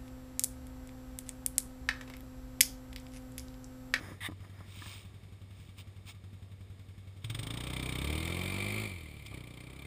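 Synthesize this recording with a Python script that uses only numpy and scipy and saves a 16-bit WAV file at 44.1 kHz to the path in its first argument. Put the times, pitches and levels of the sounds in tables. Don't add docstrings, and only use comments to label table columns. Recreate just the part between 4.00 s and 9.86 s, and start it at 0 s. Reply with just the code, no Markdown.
import sys
import numpy as np
from scipy import signal
from scipy.fft import rfft, irfft, next_fast_len
from scipy.io import wavfile
from scipy.ndimage import uniform_filter1d, map_coordinates

SR = 44100
rng = np.random.default_rng(int(sys.argv[2]) if len(sys.argv) > 2 else 0)


def store_pcm(level_fs):
    pcm = np.round(np.clip(level_fs, -1, 1) * 32767).astype(np.int16)
    wavfile.write(sys.argv[1], SR, np.atleast_2d(pcm).T)


N = 258558
TIME = np.arange(N) / SR


def amp(db):
    return 10 ** (np.asarray(db) / 20)


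def unit(x):
    return x / np.sqrt(np.mean(x ** 2) + 1e-20)


def wobble(knots_per_s):
    knots = rng.standard_normal(int(N * knots_per_s / SR) + 4)
    return map_coordinates(knots, [TIME * knots_per_s])


def filtered(x, response):
    size = next_fast_len(N + SR // 2)
    return irfft(rfft(x, size) * response(np.fft.rfftfreq(size, 1 / SR)), size)[:N]


def noise(spectrum):
    point_hz, level_db = np.transpose(spectrum)

    def response(hz):
        low_end = np.minimum(hz / point_hz[0], 1) ** 2
        return low_end * amp(np.interp(np.log(hz + 1), np.log(point_hz), level_db))
    return unit(filtered(rng.standard_normal(N), response))


def ring(modes, attack_s, size=SR // 2, sign=1):
    t = np.arange(size) / SR
    tone = np.zeros(size)
    for k, (hz, level_db, t60_s) in enumerate(modes):
        decay = amp(level_db - 60 * t / t60_s)
        tone += sign ** k * decay * np.sin(2 * np.pi * hz * t)
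    return tone * (1 - np.exp(-t / attack_s))


def swells(strokes):
    out = np.zeros(N)
    for centre_s, half_s, level_db in strokes:
        out += amp(level_db) * np.exp(-1.03 * ((TIME - centre_s) / half_s) ** 2)
    return out


def beats(cycles, scatter_db):
    passed = np.diff(np.floor(cycles), prepend=np.floor(cycles[0])) > 0
    return passed * amp(scatter_db * rng.standard_normal(N))


def convolved(pulses, response):
    return signal.fftconvolve(pulses, response)[:N]


def puffs(pulses, rise_s, fall_s):
    t = np.arange(SR // 8) / SR
    shape = (1 - np.exp(-(t / rise_s) ** 2)) * np.exp(-t / fall_s)
    return convolved(pulses, shape / np.sqrt(np.sum(shape ** 2) / SR))


def lagged(x, lag_s):
    step = 1 / (lag_s * SR)
    return x[0] + signal.lfilter([step], [1, step - 1], x - x[0])


# point_hz, level_db
AIR_SPECTRUM = [(20, -19), (60, 19), (200, 9.5), (500, 0), (1000, -8.5), (2500, -9.5), (5000, -16.5),
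                (9000, -22), (15000, -21.5)]


def air():
    return amp(-57.5 + 0.77 * wobble(5.55)) * noise(AIR_SPECTRUM)


# start_s, level_db, thud_db (re level), brightness_db_per_octave (knock)
BUMPS = [(0.01, -43, 1, 0), (0.035, -51, -5, 2), (0.086, -50, 4, -1), (0.118, -38, -2, 3),
         (0.288, -35.5, 0.5, -7), (0.298, -38.5, -2.5, -3), (0.32, -35, -8, -6), (0.448, -39.5, -13, 1),
         (0.606, -35.5, -16.5, -7), (0.82, -33, -13.5, 11.5), (0.859, -35, -20, 7)]
# mode_hz, level_db, t60_s
THUD_MODES = [(188, 0, 0.013), (299, -8, 0.045), (433, -10, 0.009)]
# mode_hz, level_db, t60_s
KNOCK_MODES = [(624, 17.5, 0.007), (1003, 3.5, 0.053), (1216, 6, 0.035), (1740, 5, 0.028),
               (2330, -28, 0.016)]


def bumps():
    out = np.zeros(N + SR)
    t = np.arange(SR // 8) / SR
    for start_s, level_db, thud_db, bright_db in BUMPS:
        thud = amp(level_db + thud_db + 7.0) * ring(THUD_MODES, attack_s=0.00042, size=len(t))
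        grit = uniform_filter1d(rng.standard_normal(len(t)), size=14) * amp(-60 * t / 0.018)
        modes = [(hz, db + bright_db * np.log2(hz / 1000), t60_s) for hz, db, t60_s in KNOCK_MODES]
        knock = amp(level_db - 18.5) * (ring(modes, attack_s=0.0011, size=len(t)) + 4 * grit)
        out[round(start_s * SR):][:len(t)] += thud + knock
    return out[:N]


# centre_s, half_length_s (to 1/e), level_db
RUB_STROKES = [(.03, 0.12, -51.5), (.1, 0.044, -61.5), (.44, 0.041, -60.5), (.6, 0.097, -60.5)]
# centre_s, half_length_s (to 1/e), level_db
SWISH_STROKES = [(.74, 0.075, -58), (.89, 0.13, -46.5), (1.62, .1, -60.5), (1.797, 0.022, -48.5),
                 (2.093, 0.025, -45), (5.267, 0.0059, -42.5)]
# point_hz, level_db
RUB_SPECTRUM = [(200, 3.5), (1000, -7), (1900, -2), (2800, -17.5), (3600, -16.5), (4300, -28), (5000, -15),
                (7000, -19.5), (8000, -30.5), (10200, -16.5), (12000, -28), (14000, -18)]
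# point_hz, level_db
SWISH_SPECTRUM = [(300, -16), (1100, 2.5), (1900, -1.5), (2400, 7), (3400, 5), (4300, -1.5), (5200, -0.5),
                  (6900, -3.5), (7600, -5), (8700, -4.5), (10500, -9.5), (12300, -35), (15000, 5.5)]
# point_hz, level_db
SQUEAK_SPECTRUM = [(400, -23), (950, -4.5), (1450, -10), (1900, 9), (2350, -6), (3700, -4.5), (4200, -16.5),
                   (7600, -22.5), (8350, -13.5), (9500, -21), (10100, -5), (11300, -37), (13900, -10),
                   (14500, -12)]
# point_hz, level_db
SQUEAL_SPECTRUM = [(1500, -45), (1750, -19), (1900, 20), (2080, -17), (2500, -60)]
SLIP_START_S, SLIP_END_S, SLIP_RELEASE_S = 0.2066, 0.268, 0.008
SQUEAK_END_DB, SQUEAK_SWELL_DB_PER_S, SQUEAL_DB = -37, 157, -50


def slip():
    gate = (TIME > SLIP_START_S) * np.exp(-np.maximum(TIME - SLIP_END_S, 0) / SLIP_RELEASE_S)
    swell = amp(SQUEAK_END_DB - SQUEAK_SWELL_DB_PER_S * np.maximum(SLIP_END_S - TIME, 0))
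    squeak = swell * noise(SQUEAK_SPECTRUM)
    squeal = amp(SQUEAL_DB) * noise(SQUEAL_SPECTRUM)
    return gate * (squeak + squeal) * amp(0.37 * wobble(211))


def rider():
    rub = swells(RUB_STROKES) * unit(noise(RUB_SPECTRUM) * amp(0.46 * wobble(270)))
    crackle = amp(2.5 * wobble(700))
    swish = swells(SWISH_STROKES) * unit(noise(SWISH_SPECTRUM) * crackle)
    return rub + slip() + swish


# mode_hz, level_db, t60_s
IDLE_MODES = [(55, -33, 0.36), (96.1, -3.5, 0.36), (139.4, -12.5, 0.16), (173.6, -13.5, 0.13),
              (303, -46, 0.094)]
# point_hz, level_db
ROAR_SPECTRUM = [(30, -8), (60, -4), (150, -3), (300, 0), (500, -2), (800, -6), (1250, -6), (2200, -20),
                 (5000, -56)]
# point_hz, level_db
CLATTER_SPECTRUM = [(400, -34), (1200, 3.5), (3500, 0.5), (4300, -6.5), (5000, -7), (7000, -9),
                    (9000, -11.5), (15000, -8)]
HUNT_CYCLES, HUNT_PERIOD_S, HUNT_LATEST_S = .056, 3.2, .75


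def idle(cycles, shut):
    hunt = HUNT_CYCLES * np.cos(2 * np.pi * (TIME - HUNT_LATEST_S) / HUNT_PERIOD_S)
    turns = cycles + .018 - hunt
    fire = beats(turns, scatter_db=.5) * shut
    even_fire = beats(turns, scatter_db=0) * shut
    thump = convolved(fire, ring(IDLE_MODES, attack_s=0.0018))
    chuff = puffs(fire, rise_s=0.00053, fall_s=0.016) * noise(ROAR_SPECTRUM)
    rattle = puffs(even_fire, rise_s=0.0017, fall_s=0.019) * noise(CLATTER_SPECTRUM)
    return amp(-38.0) * thump + amp(-90) * chuff + amp(-82.5) * rattle


# start_s, asked_rate_hz (firings), climb_hz_per_s, shut (0-1)
THROTTLE_MOVES = [(3.18, 22.8, 29.74, 0), (3.513, 32.68, -3.6, 0), (3.969, 38.48, 20.82, 0),
                  (4.843, 37.3, -11.7, 1), (5.315, 26.89, 18.48, 0)]
IDLE_RATE_HZ, FLYWHEEL_LAG_S, COAST_LAG_S = 10.847, .117, 0.089


def drive():
    asked_hz, shut = np.full(N, IDLE_RATE_HZ), np.zeros(N)
    for start_s, rate_hz, climb_hz_per_s, closed in THROTTLE_MOVES:
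        moved = TIME >= start_s
        asked_hz = np.where(moved, rate_hz + climb_hz_per_s * (TIME - start_s), asked_hz)
        shut = np.where(moved, closed, shut)
    return lagged(asked_hz, FLYWHEEL_LAG_S), np.minimum(lagged(shut, COAST_LAG_S), shut)


# mode_hz, level_db, t60_s
BOX_MODES = [(50, -15, .05), (116, 1, .09)]
# mode_hz, level_db, t60_s
PIPE_MODES = [(162, 1, 0.056), (283.8, -2.5, 0.074), (406, -14.5, 0.095), (547.4, -18, 0.092),
              (920, -45, 0.027), (1170, -40, 0.029)]
HEAT_FROM_HZ, HEAT_POWER = 30.7, 0.462


def pipe(pulses, rate_hz):
    out = np.zeros(N + SR)
    for i in np.flatnonzero(pulses):
        heat = max(rate_hz[i] / HEAT_FROM_HZ, 1) ** HEAT_POWER
        modes = BOX_MODES + [(hz * heat, level_db, t60_s) for hz, level_db, t60_s in PIPE_MODES]
        tone = -ring(modes, attack_s=.0005, size=SR // 16, sign=-1)
        out[i:][:len(tone)] += pulses[i] * tone / np.sqrt(np.sum(tone ** 2) / SR)
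    return out[:N]


def exhaust(fire, intake, rate_hz, thump_gain, roar_gain):
    thump = thump_gain * pipe(fire + 0.22 * intake, rate_hz)
    heavy = np.clip((30 - rate_hz) / 7, 0, 1)
    boom = amp(-22.5) * convolved(fire * heavy, ring([(111.3, 0.013, 0.3)], attack_s=0.00067))
    roar = roar_gain * puffs(fire + 0.68 * intake, rise_s=0.00083, fall_s=0.026) * noise(ROAR_SPECTRUM)
    return thump + boom + roar


# point_hz, level_db
RASP_SPECTRUM = [(300, -103), (800, -3), (1800, 1.5), (2300, -0.5), (3100, 6.5), (3650, 5.5), (4400, -6.5),
                 (5200, -4.5), (7600, -10), (8500, -2.5), (10500, -12.5), (12000, -19.5), (15000, -1.5)]
# point_hz, level_db
TIN_SPECTRUM = [(700, -108), (1800, -10.5), (2400, 9.5), (2750, -5.5), (3150, 0), (3650, -9.5), (4400, -2),
                (5200, -19), (6900, -18), (7600, -6), (8600, -19), (9650, -3.5), (10500, -20.5),
                (14400, -16)]
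# mode_hz, level_db, t60_s
SHELL_MODES = [(2101, -1, 0.053), (2336, -0.5, 0.068), (9100, -34, 0.0098), (14460, 1.5, 0.019)]
TINNY_LAG_S, TINNY_FROM_HZ, TINNY_FULL_HZ = 0.44, 13, 42


def rasp(blow, crest, intake, rate_hz, opened):
    rise = (lagged(rate_hz, TINNY_LAG_S) - TINNY_FROM_HZ) / (TINNY_FULL_HZ - TINNY_FROM_HZ)
    tinny = np.clip(rise, .03, .97)
    jet = puffs(blow, rise_s=.006, fall_s=.0065) + .35 * puffs(crest, rise_s=.0018, fall_s=.0015)
    hiss = np.sqrt(1 - tinny) * (jet + 0.21 * opened) * noise(RASP_SPECTRUM)
    tin_jet = puffs(blow + .15 * intake, rise_s=.004, fall_s=.005)
    tin = np.sqrt(tinny) * (tin_jet + .45 * opened) * noise(TIN_SPECTRUM)
    shell = ring(SHELL_MODES, attack_s=0.00023, size=SR // 16)
    shake = (puffs(blow, rise_s=.002, fall_s=.002) + .5 * opened) * rng.standard_normal(N)
    clean_blow = np.sqrt(SR) * 0.38 * blow
    zing = np.sqrt(tinny) * convolved(shake + clean_blow, shell / np.linalg.norm(shell))
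    return amp(-47) * hiss + amp(-50) * tin + amp(-51.5) * zing


# time_s, effort_db
EFFORT_CURVE = [(3.25, -6), (3.31, -2.5), (3.5, -3), (4.0, 0.75), (4.81, 2), (4.97, -6), (5.25, -10.5),
                (5.33, -7), (5.43, -13), (5.86, -13)]
EXHAUST_PEAK_HZ, EXHAUST_FALL_DB = 36.8, 9.5
AIRBOX_HZ, AIRBOX_HALF_WIDTH_HZ = 74, 9
VALVE_LEAD_S, CREST_DELAY_S = .0015, .0025


def throttle(cycles, rate_hz, coasting, opened):
    effort_db = np.interp(TIME, *np.transpose(EFFORT_CURVE))
    off_peak_db = EXHAUST_FALL_DB * np.log2(rate_hz / EXHAUST_PEAK_HZ) ** 2

    def gain(level_db, db_per_effort_db, coast_loss_db):
        return amp(level_db + db_per_effort_db * effort_db - coast_loss_db * coasting - off_peak_db)

    size = opened / np.sqrt(rate_hz)
    fire = beats(cycles, scatter_db=.6) * size
    intake = beats(cycles - 1 / 2, scatter_db=1) * size
    pipe_sound = exhaust(fire, intake, rate_hz, gain(-41, 0.76, 8.4), gain(-56, 0.9, 8.4))

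    tuning = np.exp(-((2 * rate_hz - AIRBOX_HZ) / AIRBOX_HALF_WIDTH_HZ) ** 2)
    airbox = amp((8.25 - 5.5 * coasting) * tuning)
    drone = np.sqrt(2) * gain(-46.5, 0.92, 2.1) * airbox * np.cos(4 * np.pi * cycles - 1.1) * opened
    throb = np.sqrt(2) * gain(-52.5, 1, 0) * np.sin(2 * np.pi * cycles) * opened
    overrun = amp(-25) * convolved(fire * coasting, ring(IDLE_MODES, attack_s=0.0036))

    crest = beats(cycles - CREST_DELAY_S * rate_hz, scatter_db=1.4) * size * (1 - coasting)
    blow = beats(cycles + VALVE_LEAD_S * rate_hz, scatter_db=0.83) * size * amp(-6 * coasting)
    rasping = amp(effort_db) * rasp(blow, crest, intake, rate_hz, opened)
    return pipe_sound + drone + throb + overrun + rasping


def engine():
    rate_hz, coasting = drive()
    cycles = .66 + np.cumsum(rate_hz) / SR
    opened = TIME > 3.22
    return idle(cycles, ~opened) + throttle(cycles, rate_hz, coasting, opened)


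def scene():
    return (air() + bumps() + rider() + engine())[None]


# centre_hz, half_width_hz (to 1/e of the dB), level_db
CASE_BANDS = [(1167, 54, 4), (1504, 83, -5.5), (2240, 114, 5.5), (3168, 50, 4.5), (3633, 230, 6.5),
              (5010, 49, 7), (5990, 320, -9.5), (6970, 65, 7.5), (8390, 216, 10), (8860, 34, 13.5),
              (9700, 390, 5), (12740, 3040, -4.5), (11700, 220, 6), (13970, 230, 4), (15200, 170, -17)]
LOW_CUT_HZ, TOP_HZ = 28, 15450


def case(hz):
    level_db = sum(db * np.exp(-((hz - centre_hz) / half_hz) ** 2) for centre_hz, half_hz, db in CASE_BANDS)
    cepstrum = irfft(np.log(amp(level_db)))
    fold = 1 + np.sign(np.fft.fftfreq(len(cepstrum)))
    return np.exp(rfft(cepstrum * fold)) * (hz < TOP_HZ)


def record(dry):
    low_cut = signal.butter(2, LOW_CUT_HZ, "high", fs=SR, output="sos")
    return filtered(signal.sosfilt(low_cut, dry[0]), case)[None]


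dry = scene()
out = record(dry)
store_pcm(out)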